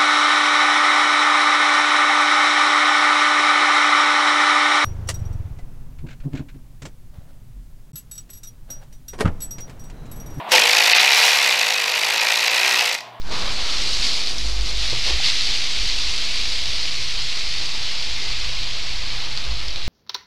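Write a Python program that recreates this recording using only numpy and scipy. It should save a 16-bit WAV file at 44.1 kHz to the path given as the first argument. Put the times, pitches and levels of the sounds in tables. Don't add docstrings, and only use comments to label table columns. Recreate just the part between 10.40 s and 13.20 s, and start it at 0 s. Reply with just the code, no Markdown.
import sys
import numpy as np
from scipy import signal
from scipy.fft import rfft, irfft
from scipy.io import wavfile
from scipy.ndimage import uniform_filter1d

SR = 44100
rng = np.random.default_rng(int(sys.argv[2]) if len(sys.argv) > 2 else 0)


def gain_from_db(level_db):
    decades = np.asarray(level_db, float) / 20
    return 10 ** decades


def int16_out(signal):
    q = np.round(np.clip(np.atleast_2d(signal).T, -1, 1) * 32767)
    wavfile.write(sys.argv[1], SR, q.astype(np.int16))


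N = 123479
T = np.arange(N) / SR
ON_S, OFF_S = .118, 2.556

# frequency in Hz, level in dB per Hz.
DRONE = [(30, -51), (200, -18), (500, -18.5), (620, -5), (1050, -5), (1300, -16.5), (3500, -20.5),
         (6000, -46)]
# time in seconds, speed in turns per second.
CRANK_SPEED = [(.17, 48.85), (.3, 54.69), (.45, 53.79), (.56, 58.98), (.68, 67.9), (.8, 76.36),
               (.92, 76.59), (1.05, 65.2), (1.2, 55.22), (1.36, 52.19), (1.5, 49.87), (1.6, 54.03),
               (1.75, 54.95), (1.95, 56.77), (2.1, 57.72), (2.28, 63.58), (2.42, 59.35), (2.55, 53.55)]
# time in seconds, level in dB.
EFFORT = [(.12, -12), (.19, -14.5), (.24, -15.5), (.45, -15.5), (.56, -13.5), (.66, -16), (.74, -14.5),
          (.92, -16.5), (1.2, -19), (1.36, -21), (1.5, -20.5), (1.6, -20.5), (1.75, -19.5), (1.95, -19),
          (2.1, -19), (2.28, -17.5), (2.42, -18.5), (2.55, -22)]
# frequency in Hz, level in dB per Hz.
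GEARS = [(60, -64), (290, -48.5), (500, -19.5), (1480, -10.5), (2530, -6), (10000, -30), (11600, -26),
         (15500, -55)]
# frequency in Hz, level in dB per Hz.
SCRAPE = [(300, -47), (500, -12.5), (1460, -11), (2520, -6.5), (5500, -5), (10000, -21), (11500, -17.5),
          (15500, -30)]
# frequency in Hz, width in Hz, level in dB.
HEAD_MODES = [(512, 13, -10), (737, 47, 4), (912, 180, 1.5), (1914, 86, -1.5), (2156, 56, -5),
              (2617, 150, -6), (3960, 120, 1), (4630, 40, 3)]
# frequency in Hz, level in dB, t60 in seconds.
CLACK_MODES = [(2050, -4, .022), (2450, 0, .025), (2800, -1, .014), (3600, 0, .011), (4300, 0, .009),
               (5000, -2, .007), (6000, -8, .005), (7500, -14, .003)]
# multiple of the crank speed, level in dB.
CRANK_ORDERS = [(1, 0), (2, -4), (3, -2), (4, -1), (4.38, -1), (5, -12), (6, 2), (7, 0), (8, -2), (9, 0),
                (10, 0), (11, 0), (12, 0), (13, -2), (15, -4)]
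# frequency in Hz, level in dB.
COVER_HUM = [(50, -60), (150, -60), (230, -45), (310, -44), (370, -38), (500, -28), (580, -33), (1000, -32)]
# frequency in Hz, level in dB per Hz.
SHUDDER = [(25, -26), (300, 6), (600, 11.5), (900, 22), (1400, -12), (3200, 25), (4200, -72)]
# start in seconds, rattle length in seconds, rattle level in dB, clack level in dB.
KNOCKS = [
    (.119, .010, -13, -17),
    (.148, .016, -17, -15),
    (.170, .012, -19, -12),
    (2.577, .011, -33, -24),
    (2.606, .003, -33, -33),
]
# frequency in Hz, t60 in seconds.
ROOM = [(200, 0.3), (1000, 0.27), (3000, 0.45), (6000, 0.37), (12000, 0.21)]
# centre in seconds, range kept below the loudest bin in dB.
THINNED = [
    (0.538, 16),
    (0.587, 19),
    (1.536, 25),
    (1.794, 18),
    (2.095, 21),
    (2.512, 23),
]


def evened(x):
    return x / np.sqrt(np.mean(x ** 2) + 1e-20)


def read(points, hz):
    f, value = np.transpose(points)
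    return np.interp(np.log(hz + 1), np.log(f + 1), value)


def colour(x, points, peaks=()):
    hz = np.abs(np.fft.fftfreq(4096, 1 / SR))
    lift = 1 + sum(gain_from_db(db) / (1 + (2 * (hz - f) / width) ** 2) for f, width, db in peaks)
    log_gain = np.log(gain_from_db(np.maximum(read(points, hz), -100)) * lift)
    taps = np.fft.ifft(np.exp(np.conj(signal.hilbert(log_gain)))).real[:2048]
    return evened(signal.oaconvolve(x, taps)[:len(x)])


def slow(rate_hz):
    width = int(SR / rate_hz)
    return evened(uniform_filter1d(uniform_filter1d(rng.standard_normal(N), width), width))


def add(mix, s, sound):
    part = mix[round(s * SR):][:len(sound)]
    part += sound[:len(part)]


def drone():
    duck_db, duck_s, recover_db_per_s = -10, .02, 2
    duck = duck_db * np.clip((T - ON_S + duck_s) / duck_s, 0, 1)
    duck += recover_db_per_s * np.maximum(T - OFF_S, 0)
    lumps = gain_from_db(-30) * colour(rng.standard_normal(N) * gain_from_db(1.8 * slow(40)), DRONE)
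    hiss = gain_from_db(-82) * rng.standard_normal(N)
    mains = gain_from_db(-63 + 4.5 * slow(9.8)) * np.sin(2 * np.pi * 118 * T)
    rumble = gain_from_db(-68) * colour(rng.standard_normal(N), [(25, 0), (120, -8), (400, -22)])
    return gain_from_db(duck) * (lumps + hiss) + mains + rumble


def trigger_squeal():
    out, length_s, hz = np.zeros(N), .026, 7750
    t = np.arange(0, length_s, 1 / SR)
    swell = np.sin(np.pi * t / length_s) ** .3
    add(out, .086, gain_from_db(-53) * swell * np.sin(2 * np.pi * hz * t))
    return out


def crank():
    speed = np.interp(T, *np.transpose(CRANK_SPEED))
    turns = np.cumsum(speed) / SR
    turns += .496 - np.interp(CRANK_SPEED[0][0], T, turns)
    return speed, turns


def gears():
    return colour(rng.standard_normal(N) * gain_from_db(.5 * slow(133)), GEARS, HEAD_MODES)


def teeth():
    per_s, spread_db = 12000, 2.6
    size = gain_from_db(spread_db * np.minimum(rng.exponential(1, N), 5)) * rng.choice([-1., 1.], N)
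    return size * (rng.random(N) < per_s / SR)


def scrape(speed, turns):
    start, end, edge = .58, 1.08, .03
    angle = (turns + .017 * slow(60) - .2) % 1 + .2
    opening = 1 + np.tanh((angle - start) / edge)
    closing = 1 - np.tanh((angle - end) / edge)
    rise_db = 2 * (angle - 1) / .4
    stroke = .25 * opening * closing * gain_from_db(rise_db + 1.4 * slow(200))
    reverse_db = -13 + .45 * (speed - 47) + 3.6 * slow(50)
    stroke += gain_from_db(reverse_db) * np.exp(-((angle - .4) / .09) ** 2)
    return colour(teeth() * stroke, SCRAPE, HEAD_MODES)


def clack(draw):
    t, (hz, db, t60) = T[:1500, None], np.transpose(CLACK_MODES)
    tune, weight, phase = draw.reshape(3, -1)
    ring = np.sin(2 * np.pi * hz * (1 + .035 * tune) * t + .6 * phase)
    modes = gain_from_db(db + 2 * weight - 60 * t / t60) * ring
    return modes.sum(1) * np.minimum(t[:, 0] / .0004, 1)


def clacks(turns):
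    blows = np.zeros(N)
    draws = rng.standard_normal((199, 2 + 3 * len(CLACK_MODES)))
    times = np.interp(np.arange(199) + 1.02, turns - np.floor(turns[0]), T)
    for s, d in zip(times, draws):
        level = (s > ON_S + .01) * gain_from_db(2 * np.clip(d[1], -3, 1))
        late_s = .017 * d[0] / 58
        add(blows, max(s + late_s, 0), level * clack(d[2:]))
    return evened(blows)


def crank_hum(speed, turns):
    hum = np.zeros(N)
    for k, db in CRANK_ORDERS:
        level = gain_from_db(db + read(COVER_HUM, k * speed) + 3 * slow(9))
        hum += level * np.sin(2 * np.pi * (k * turns + rng.random()))
    return hum


def ratchet():
    takeup_s, takeup_db, stop_db_per_s = .015, -10, 1500
    speed, turns = crank()
    tool = gain_from_db(-5.5) * gears() + gain_from_db(-4) * scrape(speed, turns)
    tool += gain_from_db(-4) * clacks(turns) + 2 * crank_hum(speed, turns)
    fade_in = takeup_db - 400 * (ON_S - T) - 900 * np.maximum(ON_S - takeup_s - T, 0)
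    takeup = np.where(T < ON_S, fade_in, 0)
    stop = -stop_db_per_s * np.maximum(T - OFF_S, 0)
    return tool * gain_from_db(np.interp(T, *np.transpose(EFFORT)) + takeup + stop)


def screw_breaks_loose():
    out, t = np.zeros(N), T[:9000]
    add(out, ON_S, gain_from_db(-17 - 60 * t / .85) * colour(rng.standard_normal(len(t)), SHUDDER))
    jolt = np.minimum(t / .004, 1) * np.sin(2 * np.pi * 509 * t)
    add(out, .13, gain_from_db(-16.5 - 60 * t / .22) * jolt)
    return out


def loose_knocks():
    out, rattle = np.zeros(N), colour(teeth(), SCRAPE, HEAD_MODES)
    for s, length, db, clack_db in KNOCKS:
        fade = np.exp(-(np.maximum(T - s - length, 0) / .00098) ** 2)
        out += gain_from_db(db) * rattle * (T > s) * fade
        add(out, s + length, gain_from_db(clack_db) * clack(rng.standard_normal(3 * len(CLACK_MODES))))
    return out


def garage(x):
    taps = np.zeros(SR)
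    at = np.arange(300, SR - 20, 20)
    taps[at + rng.integers(0, 20, len(at))] = rng.choice([-1., 1.], len(at))
    hz, t, z = signal.stft(taps, SR, nperseg=256)
    tail = signal.istft(z * gain_from_db(-60 * t / read(ROOM, hz)[:, None]), SR, nperseg=256)[1]
    return signal.fftconvolve(x, tail / np.linalg.norm(tail))[:N]


def scene():
    room = drone()
    tool = trigger_squeal() + ratchet() + screw_breaks_loose() + loose_knocks()
    return (room + tool + gain_from_db(-12.5) * garage(tool))[None]


def thin_out(x):
    size = 1536
    window, hz = signal.windows.tukey(size, 1) ** .5, np.fft.rfftfreq(size, 1 / SR)
    lift = gain_from_db(14 * np.exp(-((hz - 12200) / 400) ** 2))
    for s, keep_db in THINNED:
        at = round(s * SR) - size // 2
        z = rfft(x[at:at + size] * window)
        strength = abs(z) * lift / abs(z).max() * gain_from_db(keep_db)
        weak = 1 / (1 + strength ** 8)
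        add(x, at / SR, -window * irfft(z * weak))
    return x


def roll_off(x):
    return signal.sosfilt(signal.butter(12, 15780, fs=SR, output="sos"), x)


def record(dry):
    x, knee, room = dry[0], .86, .12
    clipped = np.sign(x) * (knee + room * np.tanh((abs(x) - knee) / room))
    x = np.where(abs(x) < knee, x, clipped)
    x = signal.lfilter(*signal.butter(2, 35, "high", fs=SR), x)
    x = signal.oaconvolve(x, signal.firwin(1023, 15760, window=("kaiser", 9), fs=SR), "same")
    mix = thin_out(x)[None]
    return roll_off(mix)


dry = scene()
out = record(dry)
int16_out(out)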